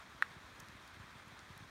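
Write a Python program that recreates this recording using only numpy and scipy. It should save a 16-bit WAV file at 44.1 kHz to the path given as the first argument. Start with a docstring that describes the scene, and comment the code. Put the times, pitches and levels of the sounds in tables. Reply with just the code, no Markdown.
"""One sharp, woody snap sounds close by in a quiet wood and scatters briefly among the trunks.
The snap is an impulse response: a short crack and the heavily damped modes that it excites.
Handling a hand-held camera adds a few tiny resonant ticks and soft, low bumps of its body.
Behind them lies a steady, soft rush like a distant creek, broadband noise over a low rumble of air."""
import sys
import numpy as np
from scipy import signal
from scipy.fft import rfft, irfft
from scipy.io import wavfile
from scipy.ndimage import uniform_filter1d

SR = 44100
rng = np.random.default_rng(int(sys.argv[2]) if len(sys.argv) > 2 else 0)


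def put_to_file(sound):
    """Save the sound as 16-bit audio at rate SR, in the file named by the first command-line argument."""
    columns = np.atleast_2d(sound).T  # one column per channel
    safe = np.clip(columns, -1, 1)
    whole_steps = np.round(safe * 32767)
    wavfile.write(sys.argv[1], SR, whole_steps.astype(np.int16))


N = 74970

# Modes of the snap. Each row: frequency in Hz, peak level in dB, time to peak in seconds,
# steepness of the envelope as an exponent.
SNAP_MODES = [(1680, -12.5, .00115, 5.8), (1827, -30.1, .00163, .86), (2067, -15.1, .00092, 11.7),
              (2646, -22.3, .00091, 12), (3550, -54, .0024, .7), (3930, -38.6, .00059, .7),
              (5180, -45.5, .00045, .75), (6900, -48, .0012, 7), (8800, -47, .0006, 12)]
# Spectrum of the opening crack. Each row: frequency in Hz, relative density in dB.
CRACK_SPECTRUM = [(300, -27), (900, -20), (2500, -1), (4000, -7), (6000, -9), (8000, -11), (10500, -8),
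                  (12000, -7), (13000, -16), (16000, -12)]
# Spectrum of the scatter from ground and trunks. Each row: frequency in Hz, relative density in dB.
SCATTER_SPECTRUM = [(300, -43), (900, -8.5), (1400, 4.5), (2000, -0.5), (2900, -12.5), (4000, -19),
                    (7000, -33), (16000, -42)]
# Handling ticks. Each row: start in seconds, energy level in dB, centre in Hz, width in octaves,
# time for the crackle to fall 60 dB in seconds, upper edge in Hz.
TICKS = [(.5996, -39, 7000, 0.23, 0.0056, 15500), (.6014, -36, 7660, 0.19, 0.0073, 15800),
         (0.603, -32, 5500, 0.16, 0.009, 12000), (.6270, -51.5, 12500, .25, 0.006, 15000),
         (.6858, -34.5, 2700, .9, 0.009, 12000), (.8772, -40.5, 6140, .25, 0.012, 15500),
         (1.282, -48, 9500, .3, 0.008, 11500), (1.3920, -34, 4030, 0.75, .011, 9000),
         (1.5280, -51, 7000, .4, .005, 14000), (1.5779, -36, 11500, 0.036, .006, 12500)]
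# Bumps on the camera body. Each row: start in seconds, peak level in dB, starting pitch in Hz.
BUMPS = [(.146, -53, 390), (.156, -57.5, 186), (.310, -54.5, 340), (.363, -48.5, 290), (.439, -55.5, 173),
         (.591, -53, 285), (.624, -52, 288), (.693, -52, 292), (.746, -55, 217), (.751, -51.5, 350),
         (.968, -53.5, 290), (.998, -46.5, 250), (1.006, -55, 178), (1.037, -55, 318), (1.155, -51, 250),
         (1.271, -50, 320), (1.323, -52, 276), (1.426, -57, 230), (1.502, -47, 270), (1.566, -50.5, 300),
         (1.605, -51, 260), (1.623, -47.5, 255), (1.653, -56, 200)]
# Spectrum of the distant rush. Each row: frequency in Hz, relative density in dB.
RUSH_SPECTRUM = [(240, -28), (380, -4), (470, -7.5), (560, -5), (800, -4), (1050, 0.5), (1700, -.5),
                 (2000, -3), (2450, -5), (2950, -12.5), (3200, -8), (3800, -8.5), (4900, -16), (5400, -16),
                 (6700, -18), (7800, -23), (9000, -21.5), (10400, -29), (11400, -28), (13000, -29),
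                 (15800, -35.5)]
# Spectrum of the rumble of the air. Each row: frequency in Hz, relative density in dB.
RUMBLE_SPECTRUM = [(20, -28), (35, -10), (55, 2), (85, 5), (130, -3), (250, -2), (380, -7), (600, -38.5)]

SNAP_START_S = .2234
CRACK_DB, CRACK_RISE_S, CRACK_T60_S = -40.5, 0.00028, 0.0068
SCATTER_RISE_S = 0.0087
NEAR_DB, NEAR_T60_S, FAR_DB, FAR_T60_S = -45, 0.052, -53, 0.3
TICK_CRACKLE_GAIN, TICK_SKIRT_DB, TICK_ROLLOFF_DB_PER_OCT = 0.16, -10, 40
BUMP_SWELL_CYCLES, BUMP_SAG_CYCLES, BUMP_END_PITCH_RATIO = 1.07, 1.38, 0.24
RUSH_DB, PATCH_DB, FLICKER_DB = -57.5, 1.0, 0.68
RUMBLE_DB = -65
BAND_LIMIT_HZ = 15900


def snap():
    """Impulse excitation: a brief crack sets off heavily damped modes, and its scatter follows."""
    t = np.arange(SR // 3) / SR
    ring = 0
    for hz, db, peak_s, steepness in SNAP_MODES:
        envelope = (t / peak_s * np.exp(1 - t / peak_s)) ** steepness
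        ring += amp(db) * envelope * np.sin(2 * np.pi * hz * t)
    attack = np.minimum(t / CRACK_RISE_S, 1) ** 2
    crack = noise(CRACK_SPECTRUM, len(t)) * attack * amp(CRACK_DB - 60 * t / CRACK_T60_S)
    return ring + crack + scatter(t)


def scatter(t):
    """Diffuse reflection: echoes from near and far trunks merge into noise with two decay rates."""
    build_up = np.minimum(t / SCATTER_RISE_S, 1)
    near = amp(NEAR_DB - 60 * t / NEAR_T60_S)
    far = amp(FAR_DB - 60 * t / FAR_T60_S)
    return noise(SCATTER_SPECTRUM, len(t)) * build_up * (near + far)


def tick(db, centre_hz, width_oct, t60_s, top_hz):
    """Resonant filtering: a tiny click and a few milliseconds of crackle pass through one resonance."""
    t = np.arange(2048) / SR
    hz = np.geomspace(200, 20000, 120)
    resonance = np.exp(-.5 * (np.log2(hz / centre_hz) / width_oct) ** 2)
    rolloff_db = TICK_ROLLOFF_DB_PER_OCT * np.maximum(np.log2(hz / top_hz), 0)
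    gain_db = 20 * np.log10(resonance + amp(TICK_SKIRT_DB)) - rolloff_db
    drive = TICK_CRACKLE_GAIN * rng.standard_normal(len(t)) * amp(-60 * t / t60_s)
    drive[0] += 1  # the click itself
    click = coloured(np.column_stack([hz, gain_db]), drive)
    return amp(db) * click / np.linalg.norm(click)


def bump(db, start_hz):
    """Gliding oscillation: a soft, low bump of handling swells and dies in a few cycles while its pitch sinks."""
    cycles = start_hz * np.arange(SR // 12) / SR
    sag = np.exp(-cycles / BUMP_SAG_CYCLES)
    hz = start_hz * (BUMP_END_PITCH_RATIO + (1 - BUMP_END_PITCH_RATIO) * sag)
    age = cycles / BUMP_SWELL_CYCLES
    return amp(db) * age * np.exp(1 - age) * np.sin(2 * np.pi * np.cumsum(hz) / SR)


def rush():
    """Modulated noise: faint patches drift in the spectrum of a distant rush and its level flickers."""
    frames = N // 128 + 6
    hz = np.fft.rfftfreq(512, 1 / SR)
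    real, imag, patches = rng.standard_normal((frames, len(hz), 3)).T
    patches = uniform_filter1d(patches, size=14, axis=1)  # smooth over time
    patches = unit_rms(uniform_filter1d(patches, size=6, axis=0))  # and over frequency
    flicker = unit_rms(uniform_filter1d(rng.standard_normal(frames), size=6))
    level_db = level_at(RUSH_SPECTRUM, hz)[:, None] + PATCH_DB * patches + FLICKER_DB * flicker
    wash = signal.istft((real + 1j * imag) * amp(level_db), nperseg=512, noverlap=384)[1][:N]
    return amp(RUSH_DB) * unit_rms(wash)


def rumble():
    """Stationary noise: the air rumbles steadily, with its energy at low frequencies."""
    return amp(RUMBLE_DB) * noise(RUMBLE_SPECTRUM, N)


def noise(spectrum, size):
    """Spectral shaping: white noise takes on the given spectrum, at an rms of one."""
    gain = amp(level_at(spectrum, np.fft.rfftfreq(size, 1 / SR)))
    return unit_rms(irfft(rfft(rng.standard_normal(size)) * gain, size))


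def coloured(spectrum, drive):
    """Minimum-phase filtering: the drive passes through a causal filter with the given spectrum."""
    hz = abs(np.fft.fftfreq(2048, 1 / SR))
    log_gain = np.log(amp(level_at(spectrum, hz)) + 1e-5)
    response = np.fft.ifft(np.exp(np.conj(signal.hilbert(log_gain)))).real[:1024]
    return signal.fftconvolve(drive, response / np.linalg.norm(response))[:len(drive)]


def level_at(spectrum, hz):
    """Interpolation of a spectrum in dB along a log-frequency axis."""
    points_hz, points_db = np.transpose(spectrum)
    return np.interp(np.log(hz + 1), np.log(points_hz + 1), points_db)


def amp(db):
    """Conversion of decibels to an amplitude ratio."""
    return 10 ** (np.asarray(db) / 20)


def unit_rms(x):
    """Normalisation to an rms of one."""
    return x / np.sqrt(np.mean(x ** 2) + 1e-20)


def add(mix, start_s, sound):
    """Delay and sum: a sound joins the mix at its start time."""
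    part = mix[round(start_s * SR):][:len(sound)]
    part += sound[:len(part)]


def scene():
    """Superposition: the snap, ticks and bumps add to the rush and rumble in one channel."""
    mix = rush() + rumble()
    add(mix, SNAP_START_S, snap())
    for start_s, *row in TICKS:
        add(mix, start_s, tick(*row))
    for start_s, *row in BUMPS:
        add(mix, start_s, bump(*row))
    return mix[None]


def record(dry):
    """Low-pass filtering: the band limit of the camera removes the highest treble."""
    lowpass = signal.firwin(511, BAND_LIMIT_HZ, window=("kaiser", 9), fs=SR)
    return signal.oaconvolve(dry, lowpass[None], "same")


dry = scene()
out = record(dry)
put_to_file(out)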